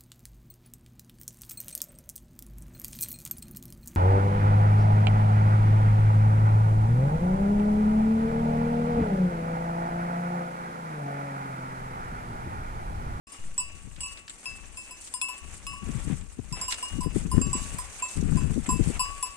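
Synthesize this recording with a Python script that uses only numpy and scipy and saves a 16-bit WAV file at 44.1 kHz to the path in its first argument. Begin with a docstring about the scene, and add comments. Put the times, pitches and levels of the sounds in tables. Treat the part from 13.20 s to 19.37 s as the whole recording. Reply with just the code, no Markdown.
"""Light clinks of one sheet-metal bell, faint at first, over distant air and a dry grass rustle.
The bell is a bank of decaying wall modes with a hollow clonk, a bright jangle and clapper ticks.
Grazing mouths are clumped fibre noise under tug envelopes; snapping stalks are short grainy bursts.
Gusts are lumpy low noise with sinking thumps, nearly all at the left microphone port.
A soft low bump starts a slow heave of pressure, and the meadow scatters bell and stalks faintly."""
import sys
import numpy as np
from scipy import signal
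from scipy.io import wavfile
from scipy.ndimage import uniform_filter1d

SR = 44100
rng = np.random.default_rng(int(sys.argv[2]) if len(sys.argv) > 2 else 0)


def unload_wav(signal):
    """Save mono or channel-first audio to the path in sys.argv[1] as 16-bit WAV at rate SR, clipped to [-1, 1]."""
    wavfile.write(
        sys.argv[1],
        SR,
        np.round(np.clip(np.atleast_2d(signal).T, -1, 1) * 32767).astype(np.int16),
    )


N = 272008
TIME = np.arange(N) / SR  # s
START_S, CUTOFF_HZ = 0.069, 13600

# Levels in the tables are relative: each layer adds its own trims.
# spectrum of the distant air: pitch_hz, density_db (per Hz)
AIR_SPECTRUM = [(40, 12), (100, 3), (280, 7.5), (1000, -23.5), (6000, -24)]
# stereo balance of air and grass: pitch_hz, left_minus_right_db
GRASS_BALANCE = [(1200, 3), (2300, 5), (4000, 1), (7300, -15), (9200, 24), (13000, 12)]
# likeness of left and right in air and grass: pitch_hz, likeness (1 = identical)
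GRASS_LIKENESS = [(700, 0.64), (1400, 0.26), (3000, 0), (12000, 0.09)]

# how busily the flock feeds: time_s, rustle_db
FEEDING = [(0.2, -62), (0.25, -63), (0.41, -63.5), (2.43, -61.5), (2.76, -58), (3.17, -64.5), (3.56, -54.5),
           (3.89, -61), (4.37, -56.5), (5.28, -55), (6.17, -60)]
# a mouth pulls off a tuft: start_s, length_s, rasp_db, rustle_db
TUGS = [(0.794, 0.14, -73, -60), (1.798, 0.089, -87, -56.5), (2.642, 0.29, -59.5, -65.5),
        (3.352, 0.087, -53, -71), (3.486, 0.036, -62, -44.5), (4.34, 0.18, -81.5, -56),
        (4.873, 0.1, -79, -50.5), (5.615, 0.16, -54, -54.5)]
TUG_ATTACK_S, TUG_RELEASE_S = 0.024, 0.0083
# spectrum of the dull tearing rasp: pitch_hz, density_db (per Hz)
TEAR_SPECTRUM = [(350, 0), (700, 1.5), (1900, 1), (2500, 3.5), (3300, -6), (4800, -64), (8000, -43)]
# spectrum of the crisp dry rustle: pitch_hz, density_db (per Hz)
CRISP_SPECTRUM = [(1500, -39), (3300, -0.5), (4700, 0.5), (7400, 10), (8800, 14.5), (10200, -6.5),
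                  (12800, -34), (14000, -37)]

# bell wall modes, in close pairs because the bell is oval:
# pitch_hz, level_db, t60_s, left_minus_right_db, waves_round_rim, wave_phase_deg, left_lead_rad
WALL_MODES = [(1130.0, -9.5, 1.24, 5.5, 2.0, 117, 1.5), (2637.0, 2, 0.54, 9.5, 3.0, 129, 2),
              (2865.0, -1, 0.68, 13, 3.0, 52.5, -2.5), (4912.0, 0, 0.33, -1.5, 4.0, 63, 0),
              (5178.0, 5, 0.26, 0.5, 4.0, 182, -2.0), (7460.0, 9, 0.24, -8, 5.0, 36.5, -0.95),
              (7792.0, 10, 0.18, -1, 5.0, 167.0, 0.5), (8984.0, 10, 0.16, 20, 4.0, 85, -0.1),
              (9334.0, 2, 0.19, 8, 2.0, 110, -1), (9807.0, 3.5, 0.12, 16, 2.0, 175, 1.5),
              (10280, 4, 0.14, 8, 3.0, 55, 4), (10752.0, -7.5, 0.13, 19, 6.0, 220, 5.5),
              (12290.0, -13, 0.23, 7, 5.0, 170, 1), (12630.0, -10, 0.12, 3, 4.0, 51, -2),
              (12829.0, -15, 0.12, 2, 5.0, 144, 4.1)]
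# clapper knocks: start_s, strength_db, place_deg (on the rim), hardness_db_per_octave,
# first_singing_hz, second_singing_hz, clonk_db, tick_db
KNOCKS = [(0.07, -62, 87, -6, 9334.0, 1130.0, -66.0, -72), (0.12, -58.5, 9.2, 0, 8984.0, 2865.0, -59, -61),
          (0.3791, -42, 174.0, -1, 7792.0, 10752.0, -40, -33),
          (0.399, -45.5, 24.4, -1.5, 7460.0, 2637.0, -42, -49),
          (0.806, -45.5, 11, -5.5, 7792.0, 8984.0, -54, -35.5),
          (0.833, -47, 99, -8.5, 7792.0, 9807.0, -48, -55.0),
          (0.859, -52, 106, 2, 2637.0, 5178.0, -48, -61.0),
          (1.257, -47, 57.4, -0.5, 2637.0, 5178.0, -47, -36),
          (1.572, -51, 46, 2.5, 2637.0, 9334.0, -50.5, -37.5),
          (1.709, -52.5, 90, 4.5, 2637.0, 7792.0, -46.5, -60.0),
          (1.9389, -45, 9.6, 1.5, 8984.0, 12829.0, -37.5, -33.0),
          (2.0146, -40.0, 36, -2, 9334.0, 2637.0, -37, -25.5),
          (2.086, -47, 175.0, 4.5, 2865.0, 12630.0, -35.0, -39),
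          (2.467, -43, 127, -2.5, 2637.0, 1130.0, -52.0, -34.0),
          (2.532, -59, 47.0, 3, 2637.0, 9334.0, -41.5, -57.0),
          (3.325, -47, 43, -1.5, 9334.0, 5178.0, -38.5, -36),
          (3.413, -44.0, 92, 4, 7460.0, 5178.0, -36, -37.0),
          (3.481, -41, 1.0, 0.5, 12829.0, 2865.0, -31.5, -48.0),
          (3.627, -44.0, 131.0, -1.5, 7792.0, 2865.0, -35.5, -52.5),
          (3.8069, -51.5, 99, -0.5, 10752.0, 7792.0, -35, -47.0),
          (3.831, -49.0, 102, 0.5, 10752.0, 12630.0, -37.5, -60.0),
          (4.115, -43.5, 14.5, 3, 12290.0, 1130.0, -27.5, -39),
          (4.215, -43.5, 156.0, -2.5, 7460.0, 1130.0, -44, -43),
          (4.3304, -42.5, 144.0, -3.5, 7792.0, 7460.0, -31, -52.0),
          (4.585, -50, 139.0, 3.5, 12829.0, 7792.0, -36, -37.5),
          (4.823, -46.5, 158.0, -1, 7460.0, 2637.0, -29, -52),
          (5.171, -51, 112.0, -6.5, 8984.0, 7460.0, -35.5, -49),
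          (5.49, -44, 184, 2, 2637.0, 7460.0, -23, -47), (5.508, -48.5, 69, 8, 10752.0, 9334.0, -33, -52.0),
          (5.794, -36.5, 181, -2.5, 1130.0, 4912.0, -22, -39),
          (5.804, -40, 98, 5.5, 12829.0, 2637.0, -60.0, -37.0),
          (6.027, -39, 178.0, 0.5, 9807.0, 1130.0, -29.5, -31.5)]
# hollow clonk, a main mode and two of opposite sign that make it swell and beat: pitch_hz, level_db, t60_s
CLONK_MODES = [(1011.4, 4.5, 0.13), (1042, -8.5, 0.27), (1040, 1.5, 0.026)]
# the clapper's own ring: pitch_hz, level_db, t60_s
CLAPPER_MODES = [(2460, -12, 0.016), (3400, -14, 0.047)]
NODE_LEAK = 0.019  # energy coupling left when a mode is hit on a node
PIVOT_HZ = 5260  # hardness tilts the modes about this pitch
SING_DB = (13, 9)  # lift of the first and second singing partial
CHATTER_S, CHATTER_PER_S, CHATTER_RAD = 0.009, 450, 0.83  # decay, speed, phase shake at PIVOT_HZ

# gusts: start_s, length_s, eddy_db
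GUSTS = [(.18, 0.43, -60.5), (.6, 0.21, -55), (1.27, 0.21, -61), (2.21, 0.5, -55), (2.61, 0.36, -41.5),
         (3.14, 0.31, -53.5), (3.71, 0.62, -41.5), (3.92, .16, -33), (4.12, 0.12, -30.5),
         (4.34, 0.082, -36.5), (4.51, 0.025, -45.5), (4.95, 0.38, -31), (5.5, 0.041, -30.5),
         (5.6, 0.072, -32.5)]
GUST_ATTACK_S, GUST_RELEASE_S, CALM_DB = 0.022, 0.062, -86
# the slow swell follows a share of the eddies' dB swing about a typical gust, and dies away later
SWELL_FOLLOWS, TYPICAL_GUST_DB, SWELL_RELEASE_S = 0.52, -26, 0.097
# spectrum of the slow pressure swell: pitch_hz, density_db (per Hz)
SWELL_SPECTRUM = [(15, 4.5), (35, 0.5), (70, -1), (110, -13), (200, -35)]
# spectrum of the eddies: pitch_hz, density_db (per Hz)
EDDY_SPECTRUM = [(50, -0.5), (100, 0), (170, 2), (280, -9.5), (400, -18), (600, -42.5), (1000, -35)]
# stereo balance of the wind: pitch_hz, left_minus_right_db
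WIND_BALANCE = [(30, 14), (80, 25), (160, 70), (600, 10)]
# likeness of left and right in the wind: pitch_hz, likeness (1 = identical)
WIND_LIKENESS = [(30, 0.033), (600, 0.013)]
# single eddies that thump the port: peak_s, peak_db, pitch_hz (at the peak)
THUMPS = [(0.677, -37, 133), (2.695, -27.5, 247), (2.754, -25, 149), (2.875, -26, 156), (2.905, -21.5, 228),
          (2.929, -21.5, 153), (3.193, -24.5, 136), (3.324, -28, 151), (3.79, -24.5, 231),
          (3.866, -20, 192), (3.963, -18, 260), (4.187, -21, 239), (4.355, -26.5, 228), (5.029, -21.5, 210),
          (5.155, -17, 168), (5.363, -23, 214), (5.381, -20.5, 291), (5.489, -22, 256), (5.599, -18, 282),
          (5.61, -15.5, 101), (5.678, -19.5, 165), (5.703, -25.5, 279)]
# stalks that snap: start_s, woody_db, crisp_db
SNAPS = [(.76, -47, -64), (0.973, -45.5, -56), (1.0794, -40.5, -48), (1.096, -46.5, -37), (1.103, -46, -44),
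         (1.8728, -48.5, -46), (3.011, -52, -49), (3.509, -39.5, -43), (3.5233, -29, -39),
         (3.542, -38.5, -42), (5.463, -56, -41)]


def from_db(db):
    """Decibels to amplitude gain."""
    return 10 ** (np.asarray(db) / 20)


def rms_one(x):
    """Scale to unit power."""
    return x / np.sqrt(np.mean(x ** 2) + 1e-20)


def at_hz(points, hz):
    """Read a curve on a log-frequency axis."""
    points = np.array(points)
    return np.interp(np.log(hz), np.log(points[:, 0]), points[:, 1])


def band(x, low_hz, high_hz, order=2):
    """Causal band-pass."""
    sos = signal.butter(order, [low_hz, min(high_hz, 0.45 * SR)], "band", fs=SR, output="sos")
    return signal.sosfilt(sos, x + 1e-18)


def panned(side_db):
    """Left and right gains of unit mean power."""
    return rms_one(from_db([[side_db / 2], [-side_db / 2]]))


def drift(rate):
    """Smooth random wander of unit power with rate new targets a second."""
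    knots = rng.standard_normal(2048)
    return rms_one(np.interp(TIME * rate, np.arange(len(knots)), knots))


def clicks(times, heights):
    """One-sample impulses."""
    out = np.zeros(N)
    places = np.round(np.asarray(times) * SR).astype(int)
    np.add.at(out, np.clip(places, 0, N - 1), heights)
    return out


def fading(times, level_db, t60):
    """Amplitude of something that gains energy at each blow and loses it steadily."""
    blows = clicks(times, from_db(level_db) ** 2)
    kept = from_db(-120 / (t60 * SR))  # energy kept per sample
    return np.sqrt(signal.lfilter([1], [1, -kept], blows + 1e-24))


def ring(x, hz, t60):
    """Two-pole resonator: a unit click sets a decaying sine of height 1 ringing."""
    radius = from_db(-60 / (t60 * SR))
    turn = 2 * np.pi * hz / SR
    return signal.lfilter([0, np.sin(turn)], [1, -2 * radius * np.cos(turn), radius ** 2], x + 1e-18)


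def swells(events, attack_s, release_s):
    """Amplitude from the summed power of events (start, length, dB) that rise, hold and die away."""
    power = 0
    for start, length, level_db in events:
        rise = np.clip((TIME - start) / attack_s, 0, 1)
        fall = np.exp(-np.clip((TIME - start - length) / release_s, 0, 20))
        power = power + (from_db(level_db) * rise * fall) ** 2
    return np.sqrt(power)


def coloured(draw, spectrum, balance, likeness, span):
    """Shape draw() in third-octave stereo bands; their left-right mean has unit power inside span (Hz)."""
    out, sources = 0, [draw(), draw()]
    for k, hz in enumerate(20 * 2 ** (np.arange(29) / 3)):
        if not spectrum[0][0] / 2 < hz < spectrum[-1][0] * 2:
            continue
        mid, wide = band(sources[k % 2], hz / 2 ** (1 / 6), hz * 2 ** (1 / 6))
        alike = np.clip(at_hz(likeness, hz), -1, 1)
        opposite = wide * np.array([[1], [-1]])
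        pair = np.sqrt(1 + alike) * mid + np.sqrt(1 - alike) * opposite
        out = out + from_db(at_hz(spectrum, hz)) * panned(at_hz(balance, hz)) * pair
    return out / band(out.mean(axis=0), *span, order=4).std()


def white():
    """Two unrelated noises."""
    return rng.standard_normal((2, N))


def distant_air(level_db=-66):
    """Steady low-heavy noise of far-off air."""
    return from_db(level_db) * coloured(white, AIR_SPECTRUM, GRASS_BALANCE, GRASS_LIKENESS, (200, 800))


def fibres(per_s=2600, size_db=1.0, clump_db=6.5, brush=0.51):
    """Clumps of tiny fibre breaks over the smooth brushing of blades."""
    sizes = from_db(size_db * np.minimum(rng.exponential(1, N), 4))
    density = per_s * from_db(clump_db * drift(70))
    breaks = rng.random(N) < density / SR
    return rms_one(white() * sizes * breaks) + brush * white()


def crackles(per_s=22, size_db=4, t60=0.065):
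    """Unit-power envelope: now and then a thicker blade parts with a brief jump that dies away."""
    draws = rng.random((400, 2))
    times = np.cumsum(-np.log(draws[:, 0])) / per_s
    sizes_db = size_db * np.minimum(-np.log(draws[:, 1]), 3)
    inside = times < TIME[-1]
    return rms_one(fading(times[inside], sizes_db[inside], t60))


def grass(tear_db=-1.0, crisp_db=0, uneven_db=2.0, crackle=0.35):
    """Tufts tear with a dull rasp and dry blades rustle; single tugs join the flock's uneven feeding."""
    feed_s, feed_db = np.transpose(FEEDING)
    busy_db = np.interp(TIME, feed_s, feed_db) + uneven_db * drift(15)
    grain = np.hypot(1, crackle * crackles())
    starts, lengths, rasp_db, rustle_db = np.transpose(TUGS)
    rasp = swells(zip(starts, lengths, rasp_db), TUG_ATTACK_S, TUG_RELEASE_S)
    rustle = swells(zip(starts, lengths, rustle_db), TUG_ATTACK_S, TUG_RELEASE_S)
    tear = coloured(fibres, TEAR_SPECTRUM, GRASS_BALANCE, GRASS_LIKENESS, (1350, 2300))
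    crisp = coloured(fibres, CRISP_SPECTRUM, GRASS_BALANCE, GRASS_LIKENESS, (5600, 7000))
    tear_level = np.hypot(from_db(busy_db + tear_db) * grain, rasp)
    crisp_level = np.hypot(from_db(busy_db + crisp_db) * np.sqrt(grain), rustle)
    return tear_level * tear + crisp_level * crisp


def chatter(times):
    """The clapper buzzes on the wall just after each knock: 1 at the knock, then dying away."""
    latest = times[np.maximum(np.searchsorted(times, TIME) - 1, 0)]
    return np.exp(-np.clip((TIME - latest) / CHATTER_S, 0, 20))


def wall_modes(times, strength_db, place, hardness, sing_hz, waver_db=2, sway=0.85):
    """Decaying partials of the bell wall; a mode wakes most when hit on a crest of its wave."""
    mode_hz = np.array(WALL_MODES)[:, :1]
    singing = np.array([np.abs(mode_hz - hz).argmin(axis=0) for hz in sing_hz])
    out, buzz = np.zeros((2, N)), chatter(times)
    for mode, (hz, level_db, t60, side_db, waves, offset, lead) in enumerate(WALL_MODES):
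        coupling = NODE_LEAK + np.cos(np.radians(waves * place - offset)) ** 2
        lift_db = (np.array(SING_DB) * (singing == mode).T).max(axis=1)
        colour_db = hardness * np.log2(hz / PIVOT_HZ) + 10 * np.log10(coupling) + lift_db
        # a 24-sample average softens each onset
        height = uniform_filter1d(fading(times, strength_db + colour_db + level_db, t60), size=24)
        pitch_scale = np.sqrt(hz / PIVOT_HZ)
        shake = CHATTER_RAD * buzz * pitch_scale * drift(CHATTER_PER_S)
        # the swinging bell turns its lobes, so each port hears a wandering level and phase
        for channel in range(2):
            phase = 2 * np.pi * hz * TIME + shake - channel * lead + sway * pitch_scale * drift(9)
            waver = from_db(waver_db * drift(25))
            out[channel] += panned(side_db)[channel] * height * waver * np.sin(phase)
    return out


def clonks(times, level_db, detune=0.0072, rough=0.21, side_db=5):
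    """The hollow note of the bell, a little off pitch at each knock and slightly rattling."""
    mono = 0
    stretches = 1 + detune * rng.standard_normal(len(times))
    for start, height, stretch in zip(times, from_db(level_db), stretches):
        blow = clicks([start], [height])
        first, *others = (from_db(db) * ring(blow, hz * stretch, t60) for hz, db, t60 in CLONK_MODES)
        mono = mono + first - sum(others)
    mono = mono * (1 + rough * drift(220))
    late = np.interp(TIME - 0.00015, TIME, mono)  # reaches the right port later
    return panned(side_db) * np.array([mono, late])


def clank(times, level_db, body_db=3, hard_db=-28, steepness=1.0, crack_db=4, crack_t60=0.0074, side_db=4.5):
    """A knock cracks across the treble and rings the clapper, out of proportion when the tick is hard."""
    crack = fading(times, level_db + crack_db, crack_t60) * band(white(), 1400, 6200, order=1)
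    blows = clicks(times, from_db(level_db + body_db + steepness * (level_db - hard_db)))
    body = sum(from_db(db) * ring(blows, hz, t60) for hz, db, t60 in CLAPPER_MODES)
    return (crack + body) * panned(side_db)


def jangle(times, strength_db, hardness, level_db=-15, t60=0.036, uneven_db=5.5,
           low_hz=7000, high_hz=13000, side_db=5, count=22):
    """Seams and rivets add many short bright partials, in a new mixture at each knock."""
    out = np.zeros((2, N))
    centre_hz = np.sqrt(low_hz * high_hz)
    for hz in np.linspace(low_hz, high_hz, count) + rng.uniform(-100, 100, count):
        colour_db = hardness * np.log2(hz / centre_hz) + uneven_db * rng.standard_normal(len(times))
        for channel in range(2):
            heights = from_db(strength_db + level_db + colour_db) * rng.choice([-1, 1], len(times))
            scattered = times + rng.uniform(0, 0.001, len(times))
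            out[channel] += ring(clicks(scattered, heights), hz, t60)
    return out * panned(side_db)


def bell():
    """Each clapper knock excites wall modes, hollow clonk, clapper tick and jangle together."""
    times, strength_db, place, hardness, *sing_hz, clonk_db, tick_db = np.transpose(KNOCKS)
    wall = wall_modes(times, strength_db, place, hardness, sing_hz)
    return wall + clonks(times, clonk_db) + clank(times, tick_db) + jangle(times, strength_db, hardness)


def meadow(x, echo_db=-24, t60=0.46):
    """Faint scatter from trunks and a brick wall: decaying noise as an impulse response."""
    t = TIME[:SR // 2]
    noise = band(rng.standard_normal((2, len(t))), 510, 6200)
    scatter = noise * from_db(-60 * t / t60) * (t > 0.012)
    scatter /= np.sqrt(np.sum(scatter ** 2) / 2)
    return x + from_db(echo_db) * signal.fftconvolve(x, scatter, axes=1)[:, :N]


def gustiness_db(release_s):
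    """Level of the airflow: gusts over a calm."""
    return 20 * np.log10(np.hypot(from_db(CALM_DB), swells(GUSTS, GUST_ATTACK_S, release_s)))


def wind(swell_db=-33, lumpy_db=4.5):
    """Slow pressure swell and lumpy turbulence, nearly all at the windward left port."""
    fast_db = gustiness_db(GUST_RELEASE_S)
    slow_db = SWELL_FOLLOWS * (gustiness_db(SWELL_RELEASE_S) - TYPICAL_GUST_DB)
    swell = coloured(white, SWELL_SPECTRUM, WIND_BALANCE, WIND_LIKENESS, (25, 90))
    eddies = coloured(white, EDDY_SPECTRUM, WIND_BALANCE, WIND_LIKENESS, (100, 450))
    lumps = rms_one(from_db(lumpy_db * drift(55)))
    return from_db(slow_db + swell_db) * swell + from_db(fast_db) * lumps * eddies


def bump_and_heave(at_s=0.19, bump_db=-39, bump_hz=85, bump_t60=0.036,
                   heave_db=-25, heave_hz=2.46, heave_t60=1.0):
    """One push rings a soft low bump and a slow heave of pressure."""
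    push = clicks([at_s], [1])
    bump = from_db(bump_db) * ring(push, bump_hz, bump_t60)
    heave = from_db(heave_db) * ring(push, heave_hz, heave_t60)
    return (bump + heave) * panned(4.4)


def thumps(level_db=2, swell_s=0.00609, glide_per_s=18, rough=1.0):
    """Each eddy thumps the left port: a roughened sine swells quickly and dies as its pitch sinks."""
    out = np.zeros(N)
    t = TIME[:SR // 10]
    for peak_s, peak_db, hz in THUMPS:
        pitch = hz * np.exp(-glide_per_s * (t - swell_s))
        wobble = np.interp(t, np.linspace(0, t[-1], 30), rng.standard_normal(30))
        phase = 2 * np.pi * (np.cumsum(pitch) / SR + rng.random()) + rough * wobble
        envelope = t / swell_s * np.exp(1 - t / swell_s)  # 1 at the peak
        start = int((peak_s - swell_s) * SR)
        out[start:start + len(t)] += from_db(peak_db + level_db) * envelope * np.sin(phase)
    return panned(43) * out


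def snaps(woody_trim_db=2.0, crisp_trim_db=4, t60=0.06):
    """A stalk breaks in a short grainy burst, with a woody and a crisp band of fibre noise."""
    times, woody_db, crisp_db = np.transpose(SNAPS)
    woody = fading(times, woody_db + woody_trim_db, t60) * rms_one(band(fibres(), 1300, 4900))
    crisp = fading(times, crisp_db + crisp_trim_db, t60) * rms_one(band(fibres(), 7260, 7970))
    return woody + crisp


def scene():
    """Bell and stalks scatter in the meadow; air, grazing, wind and bump stay direct."""
    scattered = meadow(bell() + snaps())
    return distant_air() + grass() + scattered + wind() + bump_and_heave() + thumps()


def record(dry):
    """The microphone opens over 4 ms after a moment of silence; a steep low-pass cuts the top."""
    opened = np.clip((TIME - START_S) / 0.004, 0, 1)
    top_cut = signal.ellip(10, 0.3, 80, CUTOFF_HZ, fs=SR, output="sos")
    return signal.sosfilt(top_cut, dry * opened)


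dry = scene()
out = record(dry)
unload_wav(out)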